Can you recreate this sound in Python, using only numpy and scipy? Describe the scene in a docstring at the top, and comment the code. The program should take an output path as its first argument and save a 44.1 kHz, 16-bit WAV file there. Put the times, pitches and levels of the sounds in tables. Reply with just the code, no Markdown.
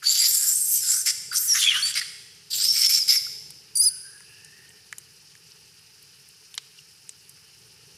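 """At the edge of a wood, a young macaque squeals a few metres away over far traffic and insects.
Harsh screams are throbbing noise through moving resonances; they break into whistles made of harmonics
with ragged side tones. The trees return a long thin echo, made of noise bands that die away.
Another monkey calls far off, and twigs and gravel tick as short ringing noise bursts."""
import sys
import numpy as np
from scipy import signal
from scipy.fft import rfft, irfft, next_fast_len
from scipy.io import wavfile

SR = 44100
rng = np.random.default_rng(int(sys.argv[2]) if len(sys.argv) > 2 else 0)


def output_pcm(signal):
    """Save a mono or channel-first signal as 16-bit PCM at the path in sys.argv[1].

    Samples are clipped to [-1, 1] before scaling.
    """
    pcm = np.clip(np.atleast_2d(signal).T, -1, 1) * 32767
    wavfile.write(sys.argv[1], SR, np.round(pcm).astype(np.int16))


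N = 351477   # length of the scene in samples
CUTOFF_HZ = 15900   # top of the sound


def amp(db):
    """Turn decibels into gain: 20 dB is ten times the height of the wave."""
    return 10 ** (np.asarray(db) / 20)


def rms_one(x):
    """Scale a signal to an average power of 1."""
    return x / np.sqrt(np.mean(np.abs(x) ** 2) + 1e-20)


def at_hz(points, hz):
    """Read a table over pitch, with straight lines between points on a log-pitch axis."""
    p = np.array(points)
    return np.interp(np.log(np.maximum(hz, 1)), np.log(p[:, 0]), p[:, 1])


def in_time(rows, t):
    """Read each column of a table at times t; its first column is time."""
    s, *columns = np.transpose(rows)
    return [np.interp(t, s, c) for c in columns]


def smooth(x, hz):
    """Soften fast changes with two equal one-pole low-pass filters."""
    r = np.exp(-2 * np.pi * hz / SR)
    return signal.lfilter([(1 - r) ** 2], [1, -2 * r, r * r], x)


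def drift(hz, size):
    """Random wandering of spread 1, made by smoothing noise; a higher hz wanders faster."""
    settle = 20000   # samples thrown away while the filter starts up
    noise = rng.standard_normal(size + settle)
    return rms_one(smooth(noise, hz)[settle:])


def coloured(x, spectrum):
    """Shape the spectrum of x by a table of (pitch_hz, level_db)."""
    size = next_fast_len(len(x))
    hz = np.arange(size // 2 + 1) * SR / size
    return irfft(rfft(x, size) * amp(at_hz(spectrum, hz + 1)), size)[:len(x)]


def resonate(x, hz, width_hz):
    """A resonance with a moving centre: shift down, smooth, shift back; power 1."""
    turn = np.exp(2j * np.pi * np.cumsum(hz) / SR)
    shifted_down = x / turn
    narrowed = smooth(smooth(shifted_down, width_hz), width_hz)
    return rms_one((narrowed * turn).real)


def span(rows, fade_s):
    """First sample, times, and a gate that fades in and out at the ends of a table."""
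    start, end = rows[0][0], rows[-1][0]
    t = start + np.arange(round((end - start) * SR)) / SR
    gate = np.clip(np.minimum(t - start, end - t) / fade_s, 0, 1)
    return round(start * SR), t, gate


def background():
    """Far traffic is low noise; insects are higher noise whose pitch regions flicker independently."""
    # rumble spectrum before levelling: pitch_hz, relative level_db per Hz
    rumble_spectrum = [(15, -52), (25, -32), (75, -6.5), (124, 0), (153, 3), (195, -7), (252, -15.5),
                       (366, -10.5), (425, -3.5), (628, -25), (900, -12.5), (1170, -75), (1980, -120)]
    # level of the low rumble before a small random drift: time_s, level_db
    rumble_level = [(0.0, -69), (1.37, -59), (2.48, -64.5), (2.62, -60), (6.73, -67), (7.97, -61.5)]
    # insect spectrum before levelling: pitch_hz, relative level_db per Hz
    insect_spectrum = [(410, -88), (700, -18.5), (1820, -5.5), (2020, -10), (2730, -1), (3030, -1),
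                       (3280, -9.5), (3940, -6), (4990, 4.5), (7390, -10), (9600, -5.5), (13700, -16.5),
                       (16000, -24)]
    insect_db = -53.5

    t = np.arange(N) / SR
    rumble = rms_one(coloured(rng.standard_normal(N), rumble_spectrum))
    rumble *= amp(in_time(rumble_level, t)[0] + 1.0 * drift(3.1, N))

    chorus = 0
    for low in 600 * 2 ** np.arange(0, 4.6, .75):
        high = min(low * 2 ** .75, .45 * SR)
        band = signal.butter(2, [low, high], "band", fs=SR, output="sos")
        flicker = amp(1.63 * drift(30, N))
        chorus = chorus + signal.sosfilt(band, rng.standard_normal(N)) * flicker
    return rumble + rms_one(coloured(chorus, insect_spectrum)) * amp(insect_db)


def rasp(rows, sharp_hz, broad_hz, throb_db, patchy_db, fade_s):
    """Chaotic fold vibration: throbbing noise through resonances; focus moves power to sharp peaks."""
    at, t, gate = span(rows, fade_s)
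    *columns, focus = in_time(rows, t)   # columns alternate between pitch_hz and level_db
    focus = np.clip(.1 + .9 * focus, 0, 1)   # a little sharpness always remains
    air = rng.standard_normal(len(t)) * amp(throb_db * drift(255, len(t)))
    out = np.zeros(N)
    for hz, db, sharp, broad in zip(columns[::2], columns[1::2], sharp_hz, broad_hz):
        wobbling = hz * (1 + .008 * drift(45, len(t)))
        sharp_part = np.sqrt(focus) * resonate(air, wobbling, sharp)
        broad_part = np.sqrt(1 - focus) * resonate(air, hz, broad)
        tearing = amp(db + patchy_db * drift(13.7, len(t)))   # separate for each resonance
        out[at:at + len(t)] += gate * tearing * (sharp_part + broad_part)
    return out


def resonances(controls, upper_hz, top_hz, top_db, sharpens_db):
    """Spread a scream's controls over four resonances, and sharpen it as the main one leads the treble."""
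    middle_hz = 5300   # middle of the main resonance's range
    upper_follows, upper_db = 0.8, -3.5   # share of the main one's movement; level against the treble
    wander, wander_hz = .045, 7   # the jaw's work on the upper pitches: share of pitch, speed
    focus_range_db = 14.5   # extra lead over the treble that takes the focus from 0 to 1

    s = np.arange(controls[0][0], controls[-1][0], .004)
    hz, db, treble_db, throat_hz, throat_db = in_time(controls, s)
    samples = (s * SR).astype(int)
    upper_wander, top_wander = [1 + wander * drift(wander_hz, N)[samples] for _ in range(2)]
    upper = upper_wander * (upper_hz + upper_follows * (hz - middle_hz))
    top = top_wander * top_hz
    focus = np.clip((db - treble_db - sharpens_db) / focus_range_db, 0, 1)
    return np.transpose([s, hz, db, upper, treble_db + upper_db,
                         top, treble_db + top_db, throat_hz, throat_db, focus])


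def bark(start, length, hz, db, treble_db, throat_hz, throat_db, upper_hz, top_hz):
    """A short rasp: its level moves from entry to body, then sags as the main resonance climbs."""
    attack_s, entry_db, fall_db = 0.032, 1.5, -4   # entry and fall are against the bark's own level
    rise_hz_per_s = 1800
    top_db, sharpens_db = -1.5, 5   # top resonance against treble; lead at which sharpening starts
    rows = []
    for t, change in [(0, entry_db), (attack_s, 0), (length, fall_db)]:
        main_hz = hz + rise_hz_per_s * (t - length / 2)
        rows.append((start + t, main_hz, db + change, treble_db + change, throat_hz, throat_db + change))
    return resonances(rows, upper_hz, top_hz, top_db, sharpens_db)


def tract(x):
    """Windpipe and mouth: a plain path plus fixed modes that come and go; mean power is kept."""
    # modes of the windpipe and mouth: pitch_hz, width_hz,
    # level_db over the plain path before the mode's drift and the power correction
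    modes = [(3100, 500, 4), (4850, 200, 5), (5430, 200, 5), (6150, 250, 3), (7350, 250, 8), (8500, 250, 7),
             (9600, 300, 3), (11000, 350, 4), (12300, 400, 4), (13600, 400, 3), (14800, 500, 5)]
    out = x.copy()
    for hz, width_hz, db in modes:
        r = np.exp(-np.pi * width_hz / SR)
        feedback = [1, -2 * r * np.cos(2 * np.pi * hz / SR), r * r]
        mode = signal.lfilter([(1 - r * r) / 2, 0, (r * r - 1) / 2], feedback, x + 1e-18)
        mouth_motion = amp(4.5 * drift(9, N))
        out += (amp(db) - 1) * mouth_motion * mode
    return out * np.sqrt(np.mean(x ** 2) / np.mean(out ** 2))


def screams():
    """Long screams and barks pass through the tract; a small body radiates little below about 1.2 kHz."""
    # long screams, one table each, set before tract and low cut: time_s, main_hz, main_db,
    # treble_db, throat_hz, throat_db
    long_screams = [
        [(0.02, 4930, -52, -55, 1510, -29), (0.038, 4360, -37, -36, 1500, -42),
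         (0.086, 4620, -16.5, -26.5, 2150, -47), (0.134, 4660, -29.5, -25, 2170, -46),
         (0.254, 4770, -21, -27, 2080, -40.5), (0.288, 5360, -29, -24, 1760, -46),
         (0.528, 5770, -30.5, -23, 1530, -46), (0.558, 6600, -29, -22, 1600, -65),
         (0.63, 6500, -38.5, -25.5, 1830, -62), (0.76, 6150, -28, -21, 2430, -50.5),
         (0.796, 5800, -26, -28, 2330, -49), (0.832, 5180, -29, -28.5, 1540, -49),
         (0.918, 5260, -28, -23, 1490, -38), (0.994, 6270, -26, -26.5, 1500, -48),
         (1.035, 5740, -35, -35, 2000, -54)],
        [(1.31, 5100, -27, -64, 1440, -35.5), (1.328, 4670, -34, -39.5, 1440, -27),
         (1.376, 5950, -22.5, -23.5, 1510, -55), (1.40, 6000, -38, -34.5, 1520, -51),
         (1.464, 5900, -45, -31, 1900, -47), (1.528, 5560, -22, -40, 1920, -42),
         (1.555, 5570, -35, -34, 1660, -31)],
        [(1.545, 3800, -32, -21.5, 1730, -23.5), (1.625, 3520, -25, -21, 2430, -43),
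         (1.685, 3310, -19.5, -38, 2450, -18.5), (1.695, 3310, -24, -37, 2440, -28.5),
         (1.727, 2700, -26, -37, 2180, -30), (1.771, 2880, -29.5, -33, 1440, -23.5),
         (1.807, 3130, -43, -30.5, 1600, -40), (1.83, 3280, -34, -33, 1700, -37)],
        [(2.5, 4600, -39, -37, 2430, -55), (2.51, 4800, -33, -37.5, 2450, -57),
         (2.542, 4370, -26, -32, 2420, -54), (2.558, 4240, -28, -28.5, 2350, -61),
         (2.594, 4600, -24.5, -32, 1370, -42), (2.65, 5030, -20.5, -27, 1930, -45.5),
         (2.702, 5450, -22, -37.5, 2160, -60), (2.76, 5100, -28, -32.5, 2330, -40.5),
         (2.848, 5420, -18.5, -29, 2150, -34.5), (2.878, 5170, -23, -29, 2140, -42)],
    ]
    # one colour per long scream: upper_hz when the main resonance is at its middle, top_hz,
    # top_db against treble, sharpens_db (lead of main over treble where sharpening starts);
    # both pitches also wander
    scream_colours = [(7600, 11270, -5, -4), (8300, 10800, 0, 2.5), (7670, 10240, -6.5, 2),
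                      (8310, 12500, -4, 5)]
    # short barks, set before their sweep, tract and low cut: start_s, length_s, main_hz, main_db,
    # treble_db, throat_hz, throat_db, upper_hz, top_hz
    short_barks = [(1.054, 0.066, 5350, -21.5, -26.5, 2010, -32, 8050, 10700),
                   (1.847, 0.076, 4560, -32, -35.5, 1820, -42, 8050, 9600),
                   (1.948, 0.058, 4930, -26.5, -31.5, 2140, -27.5, 9000, 10200),
                   (2.007, 0.029, 4270, -36.5, -49, 1900, -36, 8300, 10500),
                   (2.889, 0.11, 5340, -21.5, -29, 2390, -37.5, 8450, 11600),
                   (3.076, 0.098, 5180, -19, -30, 2180, -35.5, 8050, 11640)]

    calls = [resonances(rows, *colour) for rows, colour in zip(long_screams, scream_colours)]
    calls += [bark(*row) for row in short_barks]
    # filter widths go in the order main, upper, top, throat
    voice = sum(rasp(call, sharp_hz=[282, 700, 1750, 257], broad_hz=[1460, 1370, 2900, 990],
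                     throb_db=1.7, patchy_db=2.2, fade_s=.008) for call in calls)
    low_cut = signal.butter(10, 1200, "high", fs=SR, output="sos")
    return signal.sosfilt(low_cut, tract(voice))


def wood(x):
    """Trunks and leaves scatter sound: half-octave bands of noise each die at their own rate."""
    # how long the echo takes to fall 60 dB: pitch_hz, time_s
    echo_times = [(1000, 0.7), (3000, 1.04), (6000, 1.02), (10000, 1.01), (15000, 0.56)]
    t = np.arange(round(1.6 * SR)) / SR
    tail = 0
    for low in 700 * 2 ** np.arange(0, 4.5, .5):
        band_filter = signal.butter(2, [low, low * np.sqrt(2)], "band", fs=SR, output="sos")
        band = signal.sosfilt(band_filter, rng.standard_normal(len(t)))
        tail = tail + band * amp(-60 * t / at_hz(echo_times, low * 2 ** .25))
    tail *= np.clip(t / 0.014, 0, 1)   # the first trunks are some metres away
    return signal.fftconvolve(x, tail / np.sqrt(np.sum(tail ** 2)))[:N]


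def whistle(rows):
    """Steady fold vibration: three harmonics, ragged side tones from slower flutter, and some turbulence."""
    flutter_hz = 1265   # centre of the folds' second, slower oscillation
    third_db, breath_db = -20, -28   # third harmonic under the octave; turbulence round each harmonic
    lower_side, second_side = 0.85, 0.39   # strength of the octave's lower side; of the second side tones

    at, t, gate = span(rows, .003)
    hz, first_db, octave_db, depth = in_time(rows, t)
    wobbling = hz * (1 + 0.0076 * drift(81, len(t)))
    turn = np.exp(2j * np.pi * np.cumsum(wobbling) / SR)
    wobbling_flutter = flutter_hz * (1 + .08 * drift(200, len(t)))
    flutter = np.exp(2j * np.pi * np.cumsum(wobbling_flutter) / SR)
    depth = np.clip(depth, 0, 1) * amp(4.5 * drift(60, len(t)))

    first = amp(first_db) * turn
    octave = amp(octave_db) * turn ** 2
    third = amp(octave_db + third_db) * (3 * hz < CUTOFF_HZ) * turn ** 3
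    above = (first + octave) * (flutter + second_side * flutter ** 2)
    below = lower_side * octave * (1 / flutter + second_side / flutter ** 2)
    breath = amp(breath_db) * (drift(640, len(t)) + 1j * drift(1600, len(t)))
    tone = (first + octave + third) * (1 + breath) + depth * (above + below)
    unsteady = amp(.9 * drift(90, len(t)))
    out = np.zeros(N)
    out[at:at + len(t)] = np.sqrt(2) * gate * tone.imag * unsteady
    return out


def chirp(start, length, first_hz, last_hz, bend, db, fade_db, octave_db):
    """A short whistle that glides early or late; its level swells in on top of an even change."""
    attack_s, entry_db, flutter_depth = 0.025, -2, 0.074
    done = np.linspace(0, 1, 41)   # share of the chirp completed
    swell = entry_db * np.clip(1 - done * length / attack_s, 0, 1)
    level = db + fade_db * done + swell
    hz = first_hz + (last_hz - first_hz) * done ** max(bend, .05)
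    depth = np.full(len(done), flutter_depth)
    return np.transpose([start + length * done, hz, level, level + octave_db, depth])


def whistles():
    """All long whistles and short chirps, sung by the same fold vibration."""
    # long whistles, one table each, before small random wobbles: time_s, pitch_hz,
    # fundamental_db, octave_db, flutter depth (0-1)
    long_whistles = [
        [(1.365, 5850, -44, -40, 0.3), (1.41, 6150, -43, -27, 0.3), (1.425, 6450, -39, -34, .3),
         (1.448, 6750, -48, -36, .4), (1.47, 6710, -48, -38, .3), (1.478, 6200, -31, -38, 0.1),
         (1.49, 5810, -23, -40, 0), (1.522, 5580, -14.5, -30, 0), (1.546, 5400, -29, -25, 0.15)],
        [(1.645, 3420, -29, -50, .2), (1.7, 3200, -26, -48, .2), (1.73, 2750, -32, -50, .2),
         (1.775, 3050, -26, -43, .2), (1.797, 3230, -33, -46, .2)],
        [(3.752, 4630, -33, -31, 0.5), (3.762, 4860, -27.5, -21, 0), (3.776, 4580, -29.5, -24.5, 0.35),
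         (3.79, 4680, -30, -23.5, .18), (3.808, 4780, -23, -14.5, 0.04), (3.822, 5080, -23, -25, 0.26),
         (3.84, 4900, -25.5, -23.5, 0.54), (3.855, 4990, -22.5, -24.5, 0.14), (3.862, 5160, -21, -16, 0.01),
         (3.888, 4610, -23.5, -22.5, 0.1), (3.896, 4200, -48, -39, 0.2)],
    ]
    # short whistles: start_s, length_s, first_hz, last_hz, bend (under 1 glides early, over 1 late),
    # level_db before the swell, fade_db (change by the end), octave_db against the fundamental
    short_whistles = [(1.824, 0.0953, 3730, 4690, 0.099, -18, -19.5, -9),
                      (2.87, 0.028, 5345, 5480, 1, -23.5, -4, -6),
                      (2.989, .044, 6100, 4910, .3, -23.5, 1, -18),
                      (3.163, 0.023, 5600, 4600, 1.6, -17, -4, -14)]
    calls = long_whistles + [chirp(*row) for row in short_whistles]
    return sum(whistle(rows) for rows in calls)


def ticks():
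    """Each snap is a noise burst: a ringing part and a bright crack that dies three times faster."""
    # twig and gravel ticks: start_s, peak_db before the low cut, ring_hz, ring filter width_hz,
    # treble_db (crack against ring, before they fade)
    snap_table = [(1.9414, -17, 5260, 2020, -18), (3.266, -37.5, 1460, 123.3, -30),
                  (3.5052, -27.5, 9500, 3500, 2), (4.2056, -37, 1540, 400, -1),
                  (4.4468, -33, 8100, 3300, -6), (4.692, -37, 8200, 2520, -15),
                  (4.7044, -44, 2600, 1200, -15), (4.9267, -19, 1850, 720, 3.5),
                  (4.983, -24, 9300, 3900, -1), (5.3526, -36, 1790, 500, 5), (5.5187, -38, 5050, 1200, -10),
                  (6.0267, -37, 10900, 4000, -16), (6.288, -38, 9850, 4000, -11),
                  (6.542, -29, 3440, 1610, 4), (6.551, -33, 11000, 2500, -20),
                  (6.5782, -13, 4370, 2300, -0.5), (6.7875, -38.5, 2830, 303, -26),
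                  (7.0927, -22, 6900, 2840, 4), (7.2934, -35, 9600, 3900, -14)]
    ring_s = 0.022   # time for the ring to fall 60 dB
    first_break = 4.9   # first click against the spread of the splinters
    out, t = np.zeros(N), np.arange(2500) / SR
    fall_db = -60 * t / ring_s
    for s, peak_db, hz, width_hz, treble_db in snap_table:
        burst = rng.standard_normal(len(t))
        burst[0] = first_break   # the break itself, then splinters
        body = resonate(burst, np.full(len(t), hz), width_hz) * amp(fall_db)
        crack = resonate(burst, np.full(len(t), 6500), 4500) * amp(treble_db + 3 * fall_db)
        snap = (body + crack) * np.clip(t / 0.0002, 0, 1)
        out[round(s * SR):][:len(t)] += amp(peak_db) * snap / np.abs(snap).max()
    low_cut = signal.butter(4, 750, "high", fs=SR, output="sos")
    return signal.sosfilt(low_cut, out)


def far_monkey():
    """A faint hoarse call: noise through a climbing lower resonance and an upper one of steady centre."""
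    # far call before small random drifts: time_s, lower_hz, lower_db, upper_db
    far_call = [(3.8, 1510, -57, -66), (4.0, 1540, -65, -71), (4.07, 1602, -55, -98),
                (4.216, 1680, -61, -86), (4.27, 1660, -64.5, -59), (4.6, 1834, -57.5, -67),
                (4.9, 1820, -74, -85)]
    upper_hz, focus = 2720, .35   # focus is the control given to rasp, which raises it a little
    rows = [(s, hz, db, upper_hz, upper_db, focus) for s, hz, db, upper_db in far_call]
    return rasp(rows, sharp_hz=[90, 250], broad_hz=[300, 500], throb_db=1.5, patchy_db=.8, fade_s=.05)


def stereo(mid):
    """Two close microphone ports: shared sound, plus a faint shifting part with opposite sign in each."""
    # strength of the scattered part: pitch_hz, level_db against the shared sound
    side_level = [(60, -25), (300, -15), (1000, -28), (3500, -29.5), (8000, -17.5), (9500, -14),
                  (15000, -6.5)]
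    scatter = rng.standard_normal(500) * amp(-60 * np.arange(500) / SR / .01)
    scattered = signal.fftconvolve(mid, scatter / np.sqrt(np.sum(scatter ** 2)))[:N]
    shifting = np.exp(2j * np.pi * drift(5, N))   # its phase wanders at random, so the sides differ unsteadily
    size = next_fast_len(N)
    side = coloured((signal.hilbert(scattered, size)[:N] * shifting).real, side_level)
    return np.array([mid + side, mid - side])


def scene():
    """Add the near sounds, their echo, the far call and the background, then spread them in stereo."""
    wood_db, whistle_wet_db, tick_wet_db = -10.5, -8, -13   # echo level; whistles' and ticks' share of it
    rasps, tones, snaps = screams(), whistles(), ticks()
    # whistles beam forward and stir the wood less
    into_wood = rasps + amp(whistle_wet_db) * tones + amp(tick_wet_db) * snaps
    echo = amp(wood_db) * wood(into_wood)
    return stereo(rasps + tones + snaps + echo + far_monkey() + background())


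def record(dry):
    """The loudest peaks are rounded off, then a steep filter cuts the top."""
    overload = 1   # height towards which peaks round off
    rounded = overload * np.tanh(dry / overload)
    top_cut = signal.cheby2(14, 70, CUTOFF_HZ * 1.03, fs=SR, output="sos")
    return signal.sosfilt(top_cut, rounded)


dry = scene()
out = record(dry)
output_pcm(out)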